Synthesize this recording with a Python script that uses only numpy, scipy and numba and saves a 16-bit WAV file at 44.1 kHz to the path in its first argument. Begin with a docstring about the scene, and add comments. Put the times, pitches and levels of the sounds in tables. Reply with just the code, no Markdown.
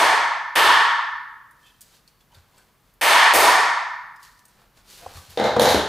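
"""Rapping and cracking plasterboard

A knife handle raps a scored plasterboard sheet four times in a bare, echoing workshop, the first blow
landing just before the start. Grit ticks, skin brushes the paper and the knife creaks in the grip; then
a hand slides over the sheet and bends it until it knocks and cracks. A limiter squashes every blow and
lets the echo swell up behind it."""
import sys
import numpy as np
from scipy import signal
from scipy.fft import rfft, irfft, next_fast_len
from scipy.io import wavfile
from scipy.ndimage import uniform_filter1d, minimum_filter1d
from numba import njit

SR = 44100
rng = np.random.default_rng(int(sys.argv[2]) if len(sys.argv) > 2 else 0)


def to_wav(s):
    """Save 16-bit WAV."""
    ch = np.atleast_2d(s).T  # columns
    pcm = np.round(np.clip(ch, -1, 1) * 32767)  # PCM
    wavfile.write(sys.argv[1], SR, pcm.astype(np.int16))


N = 259308

# Handle blows. 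Each row: start in seconds, strength in dB, low, bite and bright lifts in dB, thud and
# direct sound in dB against the strength, pitch factor, landing spot (-1 on the nodes, 1 between them).
HANDLE_RAPS = [(-.12, 14, 7, -5, 3.5, -31.5, 12, 0.96, 0.9),
               (.5545, 12, 0.5, 0.5, -2.5, -32.5, 1, 0.97, -0.13),
               (3.0117, 19.5, -8, -1.5, 2, -39, 4, 0.97, 0.98),
               (3.336, 13.5, 8, -7.5, 7, -32, 17.5, 1, 0.82)]
# The ring of the rapped sheet. Each row: pitch in Hz, width in Hz, level in dB.
RAPPED_MODES = [(404, 86, -12.5), (463, 250, -12.5), (698, 230, -7.5), (971, 120, 0.5), (1144.6, 69, -1),
                (1347, 330, -7), (1822, 194, -3), (2250, 900, -12), (3060, 710, -9.5), (3600, 500, -10.5),
                (4550, 870, -15.5), (5347, 320, -17.5), (6384, 380, -21.5), (8400, 4200, -26.5),
                (8650, 440, -23), (9310, 380, -24.5), (11200, 8200, -22.5), (13430, 2000, -32.5)]
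# Modes that follow the landing spot. Each row: pitch in Hz, lift between the nodes in dB.
LANDING_MODES = [(686, 6.5), (1128, -2), (1362, -2), (1812, -2.5), (2336, 4), (3564, -0.6), (5300, -0.8),
                 (6370, 2), (9310, 6.5)]
# Knocks and cracks of the bent sheet. Each row: as for the handle blows, without the landing spot.
BEND_CRACKS = [(5.374, -21.5, 0.5, 10, -9, -36, 25.6, 1.0), (5.398, -18, 3.5, -8.5, -13, -20, 26.8, 1.02),
               (5.44, -17, 1.5, 2.5, -6.5, -21, 23.9, 1.04), (5.565, -17, 17.5, -4, -14.5, -32, 32.8, .99),
               (5.596, -13.5, 3, 3, 8.5, -22, 26.5, 1.0), (5.618, -17.5, -3, 2.5, 14, -33, 24.7, 1.02),
               (5.655, -14.5, -4, 1.5, -0.5, -33, 23.6, 1.105), (5.69, -18.5, -10.5, 2, 12, -16, 22, 1.0),
               (5.745, -19, 2.5, -8, 5, -12, 30.8, 0.86)]
# The ring of the loosely held sheet. Each row: pitch in Hz, width in Hz, level in dB.
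LOOSE_MODES = [(131, 30, -14), (226.6, 30, -4), (372, 27, -23), (484, 49, 11), (617, 370, 6),
               (747, 220, -17.5), (820, 280, -2.5), (1570, 600, -7.5), (2040, 87, -6.5), (2900, 130, -22),
               (3660, 900, -6.5), (5005, 1500, -20.5), (6360, 1800, -20.5), (8850, 380, -23),
               (10550, 550, -23), (12280, 2800, -28.5)]
# Soft bumps on the bench. Each row: start in seconds, level in dB, pitch in Hz, seconds to fall 60 dB.
BENCH_BUMPS = [(1.64, -65, 87, 0.21), (2.351, -41, 84, 0.21), (5.015, -41, 694, 0.17),
               (5.062, -19.5, 745, 0.027), (5.066, -37, 85, 0.094), (5.153, -31, 84, 0.17),
               (5.262, -43.5, 91, 0.41), (5.401, -27.5, 214, 0.19), (5.572, -28, 216, 0.41),
               (5.745, -19, 298, 0.25)]
# Grit and handling ticks. Each row: start in seconds, level in dB, centre in Hz, relative ring in dB.
GRIT_TICKS = [(1.508, -54.5, 9800, -4), (1.807, -41.5, 8490, -10), (1.814, -38.5, 8100, -10),
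              (2.0754, -53, 4430, -1), (2.208, -58.5, 3520, 1.5), (2.318, -61, 3040, 4),
              (2.344, -54.5, 4490, 3), (2.577, -58, 8000, 4), (2.937, -56.5, 13400, -11),
              (4.16, -54, 4980, 3), (4.228, -43.5, 4800, -12.5), (4.39, -51.5, 5640, -16),
              (4.452, -48, 8570, -10.5), (4.481, -55.5, 9100, -3.5), (4.776, -61, 4450, 0),
              (5.303, -47, 12400, -3)]
# The hand's long slide. Each row: time in seconds, hiss level in dB, drag against the hiss in dB.
HAND_SLIDE = [(4.84, -69, 2), (4.91, -47, -10), (4.965, -50.5, -8.5), (4.995, -47, -7.5),
              (5.03, -53.5, 3.5), (5.135, -51.5, -1), (5.172, -46.5, -4), (5.2, -51, -8), (5.29, -55, -5),
              (5.31, -50, -6), (5.37, -55, -1)]
# Skin and cloth brushing paper. Each row: crest time in seconds, hiss level in dB, drag against the
# hiss in dB, swell in seconds, fade in seconds.
PAPER_BRUSHES = [(1.67, -60, -9, 0.12, 0.14), (1.83, -59, -19, 0.026, 0.083),
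                 (1.955, -57, -5.5, 0.14, 0.066), (2.082, -60, -14, .015, .04),
                 (2.21, -66, -6, 0.019, 0.055), (2.35, -59.5, 1.5, 0.039, 0.11),
                 (2.586, -61.5, 0, 0.13, 0.12), (2.9, -70.5, -7, 0.25, 0.056),
                 (4.24, -52, -23, 0.048, 0.13), (4.39, -65.5, -12, .08, .05), (4.49, -65, -12, 0.036, 0.12),
                 (4.62, -65.5, 6, 0.17, .1), (4.775, -59.5, 1, .04, 0.091)]
# The colour of rubbed paper. Each row: frequency in Hz, level in dB.
RUB_COLOUR = [(120, -5.5), (200, -5.5), (245, -11), (538, -5.5), (1320, -8), (1530, -5), (1940, -8.5),
              (4520, -1.5), (4860, -4), (12600, -10.5), (16000, -16)]
# The knife creaking in the hand. Each row: start in seconds, level in dB, pitch in Hz, half its length
# in seconds.
GRIP_CREAKS = [(1.628, -53.5, 3150, 0.12), (1.65, -59, 2590, 0.11), (1.653, -55, 3450, 0.079),
               (2.299, -56, 936, .1), (2.343, -55, 3600, .03), (2.35, -60, 1450, .06),
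               (2.527, -58.5, 966, 0.11), (2.573, -58.5, 1520, 0.079), (2.565, -64.5, 4490, 0.081),
               (4.872, -56, 4580, 0.19), (5.14, -55, 4300, .1), (5.165, -44, 1150, 0.054)]
# The workshop's decay. Each row: frequency in Hz, seconds to fall 60 dB.
ROOM_DECAY = [(100, 0.74), (300, 0.48), (560, 0.53), (740, 0.66), (880, 0.87), (1200, 0.93), (1450, 0.94),
              (1780, 0.95), (2100, 0.86), (2600, 0.68), (3500, 0.7), (6000, 0.64), (10000, 0.44),
              (15000, 0.34)]
# The echo's width. Each row: frequency in Hz, side against mid in dB.
ROOM_WIDTH = [(60, -20.5), (130, -16), (290, -23), (640, -17), (1410, -10), (3100, -12.5), (6820, -11),
              (15000, -25)]
# The room's strongest standing waves. Each row: pitch in Hz, relative level in dB, seconds to fall 60 dB.
STANDING_WAVES = [(760, -8, 0.27), (906, -9, .9), (922, -3.5, .85), (965, 0.5, 0.86), (1137, -3.5, .9),
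                  (1202, -1.5, 0.35), (1269, -5, 1), (1508, 0, 0.94), (1720, 1, 0.18), (1776, -1.5, 1.05),
                  (1810, -5, 0.67), (1852, -2.5, 1)]
# The colour of the room tone. Each row: frequency in Hz, relative level in dB.
ROOM_TONE_COLOUR = [(15, -18.5), (34, -6), (44, 6.5), (56, -8), (70, -7), (125, -3.5), (180, -7.5),
                    (300, -13), (700, -15.5), (1000, -13.5), (1800, -18.5), (4000, -24.5), (8000, -29.5),
                    (16000, -24.5)]
# The stereo lean. Each row: frequency in Hz, left over right in dB.
STEREO_LEAN = [(60, -0.5), (240, 3), (950, -0.5), (3770, 0), (15000, 0.5)]

LEAD = SR // 4  # samples of run-up before the start
LOW_HZ, BITE_HZ, BRIGHT_HZ, THUD_HZ = 614, 3180, 5900, 85
TICK_RISE_S, TICK_FADE_S = 0.0021, 0.0081
BRUSH_RANGE_DB = 17  # a brush's swell and fade span this much
STANDING_DB, ROOM_TONE_DB = -29, -61.5


def sheet_blows(blows, modes, cut_hz):
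    """Each blow rings every mode of the sheet; returns the room send and the direct sound."""
    send, direct = np.zeros((2, N + LEAD))
    t = np.arange(16384) / SR
    f = np.fft.rfftfreq(len(t), 1 / SR)
    hz, width, db = np.transpose(modes)[:, :, None]
    low_cut = 1 / (1 + (cut_hz / (f + 1)) ** 8)  # a sheet radiates little below its first modes
    spot_db = sum(lift * (abs(hz / mode_hz - 1) < .06) for mode_hz, lift in LANDING_MODES)
    for start, strength_db, low_db, bite_db, bright_db, thud_db, direct_db, pitch, *spot in blows:
        lift_db = low_db / (1 + (hz / LOW_HZ) ** 4) + bright_db / (1 + (BRIGHT_HZ / hz) ** 3)
        lift_db += sum(spot) * spot_db + bite_db * np.exp(-(np.log(hz / BITE_HZ) / 0.12) ** 2)
        power = gain_of(2 * (db + lift_db)) / (1 + (2 * (f - hz * pitch) / width) ** 2) ** 1.5
        ring = struck_response(np.sqrt(power.sum(0) * low_cut))
        ring = gain_of(strength_db) * ring / np.linalg.norm(ring)
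        # the gypsum crumbles, smearing the direct sound over a few milliseconds
        crumble = rng.choice([-1., 1.], size=800) * (rng.random(size=800) < .15)
        crumble *= np.exp(-t[:800] / 0.0042)
        crumble[0] = 1
        crunch = signal.oaconvolve(ring, crumble / np.linalg.norm(crumble))[:len(t)]
        thud_envelope = gain_of(strength_db + thud_db - 60 * t / .5) * np.minimum(t / 0.022, 1)
        thud = thud_envelope * noise_band(len(t), THUD_HZ, width_hz=30)
        add(send, start, ring)
        add(direct, start, gain_of(direct_db) * crunch + thud)
    return send, direct


def bench_bumps():
    """The sheet hums with three loose partials when it touches the bench."""
    out, t = np.zeros(N + LEAD), np.arange(SR // 2) / SR
    for start, db, hz, t60 in BENCH_BUMPS:
        phase = 2 * np.pi * hz * t
        hum = np.sin(phase) + 0.41 * np.sin(1.4 * phase) + 0.53 * np.sin(0.72 * phase)
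        attack = np.minimum(t / t60 / 0.095, 1)
        add(out, start, gain_of(db - 60 * t / t60) * attack * hum)
    return out


def grit_ticks():
    """Grit gives short scratchy bursts, part of each ringing at its centre pitch."""
    out, t = np.zeros(N + LEAD), np.arange(2048) / SR
    envelope = np.minimum(t / TICK_RISE_S, 1) * np.exp(-t / TICK_FADE_S)
    for start, db, hz, ring_db in GRIT_TICKS:
        colour = [(hz / 6, -20), (hz / 2, -6), (hz, 0), (hz * 3, -6)]
        scratch = unit_rms(equalise(rng.standard_normal(len(t)), colour))
        ring = gain_of(ring_db) * noise_band(len(t), hz, width_hz=0.063 * hz)
        add(out, start, gain_of(db) * (scratch + ring) * envelope)
    return out


def paper_rubs():
    """Skin and cloth on paper: uneven grains make a bright hiss and a dull drag in every stroke."""
    t = (np.arange(N + LEAD) - LEAD) / SR
    coarse_t = t[::32]
    times, slide_db, slide_drag_db = np.transpose(HAND_SLIDE)
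    hiss_gain = gain_of(np.interp(coarse_t, times, slide_db, left=-150, right=-150))
    drag_gain = hiss_gain * gain_of(np.interp(coarse_t, times, slide_drag_db))
    for crest, db, drag_db, swell, fade in PAPER_BRUSHES:
        from_crest = np.maximum((crest - coarse_t) / swell, (coarse_t - crest) / fade)
        stroke = gain_of(db - BRUSH_RANGE_DB * from_crest)
        hiss_gain = np.hypot(hiss_gain, stroke)
        drag_gain = np.hypot(drag_gain, gain_of(drag_db) * stroke)
    noise = rng.standard_normal(len(t))
    grain_db = 1.7 * unit_rms(uniform_filter1d(rng.standard_normal(len(t)), 130))
    rub = equalise(noise * gain_of(grain_db), RUB_COLOUR)
    drag = signal.sosfiltfilt(signal.butter(2, 2000, fs=SR, output="sos"), rub)
    hiss = unit_rms(rub - drag)
    return np.interp(t, coarse_t, hiss_gain) * hiss + np.interp(t, coarse_t, drag_gain) * unit_rms(drag)


def grip_creaks():
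    """The knife creaks in the hand: faint, narrow, noisy tones that swell fast and fade."""
    out = np.zeros(N + LEAD)
    for start, db, hz, half_length in GRIP_CREAKS:
        progress = np.linspace(0, 1, 2 * round(half_length * SR))
        envelope = np.minimum(progress / 0.093, 1) * np.exp(-3 * progress) * (1 - progress)
        add(out, start, gain_of(db) * noise_band(len(progress), hz, width_hz=140) * envelope)
    return out


def workshop_echo(send):
    """A dense echo with standing waves, each band dying at its own speed; a weaker tail widens it."""
    hz, frame_t, bands = signal.stft(rng.standard_normal((2, 2 * SR)), SR, nperseg=512)
    bands *= gain_of(-60 * frame_t / curve_at(ROOM_DECAY, hz)[:, None])
    bands[1] *= gain_of(curve_at(ROOM_WIDTH, hz))[:, None]
    tail = signal.istft(bands, SR, nperseg=512)[1]
    t = np.arange(tail.shape[1]) / SR
    for wave_hz, db, t60 in STANDING_WAVES:
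        wave = np.sin(2 * np.pi * (wave_hz * t + rng.random()))
        tail[0] += gain_of(STANDING_DB + db - 60 * t / t60) * wave
    tail *= 1 - np.exp(-t / 0.0074)  # the echo builds up
    mid, side = signal.fftconvolve(send[None], tail, axes=1)[:, :len(send)]
    return np.array([mid + side, mid - side])


def room_tone():
    """A steady bed of air, distant hum and hiss."""
    mid, side = equalise(rng.standard_normal((2, N)), ROOM_TONE_COLOUR)
    return gain_of(ROOM_TONE_DB) * unit_rms(np.array([mid + 0.22 * side, mid - 0.23 * side]))


def gain_of(db):
    """Decibels to a factor."""
    return 10 ** (np.asarray(db) / 20)


def unit_rms(x):
    """Scales to rms 1."""
    return x / np.sqrt(np.mean(x ** 2) + 1e-20)


def curve_at(points, hz):
    """Reads a curve on a log-frequency axis."""
    f, value = np.transpose(points)
    return np.interp(np.log(hz + 1), np.log(f + 1), value)


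def add(track, start, sound):
    """Lays a sound in at its start in seconds, on a track that begins LEAD samples early."""
    part = track[round(start * SR) + LEAD:][:len(sound)]
    part += sound[:len(part)]


def equalise(x, points):
    """Colours a sound with a curve in dB."""
    size = next_fast_len(x.shape[-1])
    gain = gain_of(curve_at(points, np.fft.rfftfreq(size, 1 / SR)))
    return irfft(rfft(x, size) * gain, size)[..., :x.shape[-1]]


def struck_response(spectrum):
    """A ring that starts at once and has the given spectrum (minimum phase)."""
    log_gain = np.log(np.concatenate([spectrum, spectrum[-2:0:-1]]) + 1e-6)
    return np.fft.ifft(np.exp(np.conj(signal.hilbert(log_gain)))).real


def noise_band(size, hz, width_hz):
    """Noise gathered around one pitch."""
    f = np.fft.rfftfreq(size, 1 / SR)
    return unit_rms(irfft(rfft(rng.standard_normal(size)) / (1 + (2 * (f - hz) / width_hz) ** 2), size))


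@njit
def release(level_db, fall_s):
    """Follows rises at once and falls back exponentially."""
    out, keep = level_db.copy(), np.exp(-1 / (fall_s * SR))
    for i in range(1, len(out)):
        out[i] = max(out[i], out[i - 1] * keep)
    return out


def limiter(dry):
    """Ducks loud sounds just ahead of time; a big jump clamps too hard at first and lets go quickly."""
    power = uniform_filter1d((dry ** 2).mean(0), size=61)
    peak_ahead = -minimum_filter1d(-power, size=181, origin=-90)  # looks 4 ms ahead
    over_db = np.maximum(10 * np.log10(abs(peak_ahead) + 1e-12) + 6, 0)  # threshold at -6 dB
    recent_db = uniform_filter1d(over_db, size=2205, origin=1102)  # the last 50 ms
    jump_db = np.maximum(over_db - recent_db, 0)
    over_db[0] += 3.5  # still clamped from the blow just before the start
    cut_db = 1.059 * release(over_db, fall_s=.22) + 0.43 * release(jump_db, fall_s=.07)
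    return dry / gain_of(uniform_filter1d(cut_db, size=25))


def scene():
    """Loud blows fill the room; the small handling sounds stay close and drier."""
    rap_send, raps = sheet_blows(HANDLE_RAPS, RAPPED_MODES, cut_hz=273)
    crack_send, cracks = sheet_blows(BEND_CRACKS, LOOSE_MODES, cut_hz=81)
    scratchy = grit_ticks() + paper_rubs()
    pitched = bench_bumps() + grip_creaks()
    send = rap_send + crack_send + gain_of(-40) * scratchy + gain_of(-43.5) * pitched
    mix = raps + cracks + scratchy + pitched + workshop_echo(send)
    # a faint copy, 1.4 ms late and flipped in the right channel, widens the close sounds
    widening = gain_of(-15) * np.roll(scratchy + raps + cracks, SR // 700)
    mix += np.array([widening, -widening])
    return mix[:, LEAD:] + room_tone()


def record(dry):
    """The master chain: limiter, a slight stereo lean and a low-pass at 15.5 kHz."""
    left, right = limiter(dry)
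    left = equalise(left, [(hz, db / 2) for hz, db in STEREO_LEAN])
    right = equalise(right, [(hz, -db / 2) for hz, db in STEREO_LEAN])
    low_pass = signal.firwin(255, 15500, window=("kaiser", 9), fs=SR)
    return signal.oaconvolve(np.array([left, right]), low_pass[None], "same")


dry = scene()
out = record(dry)
to_wav(out)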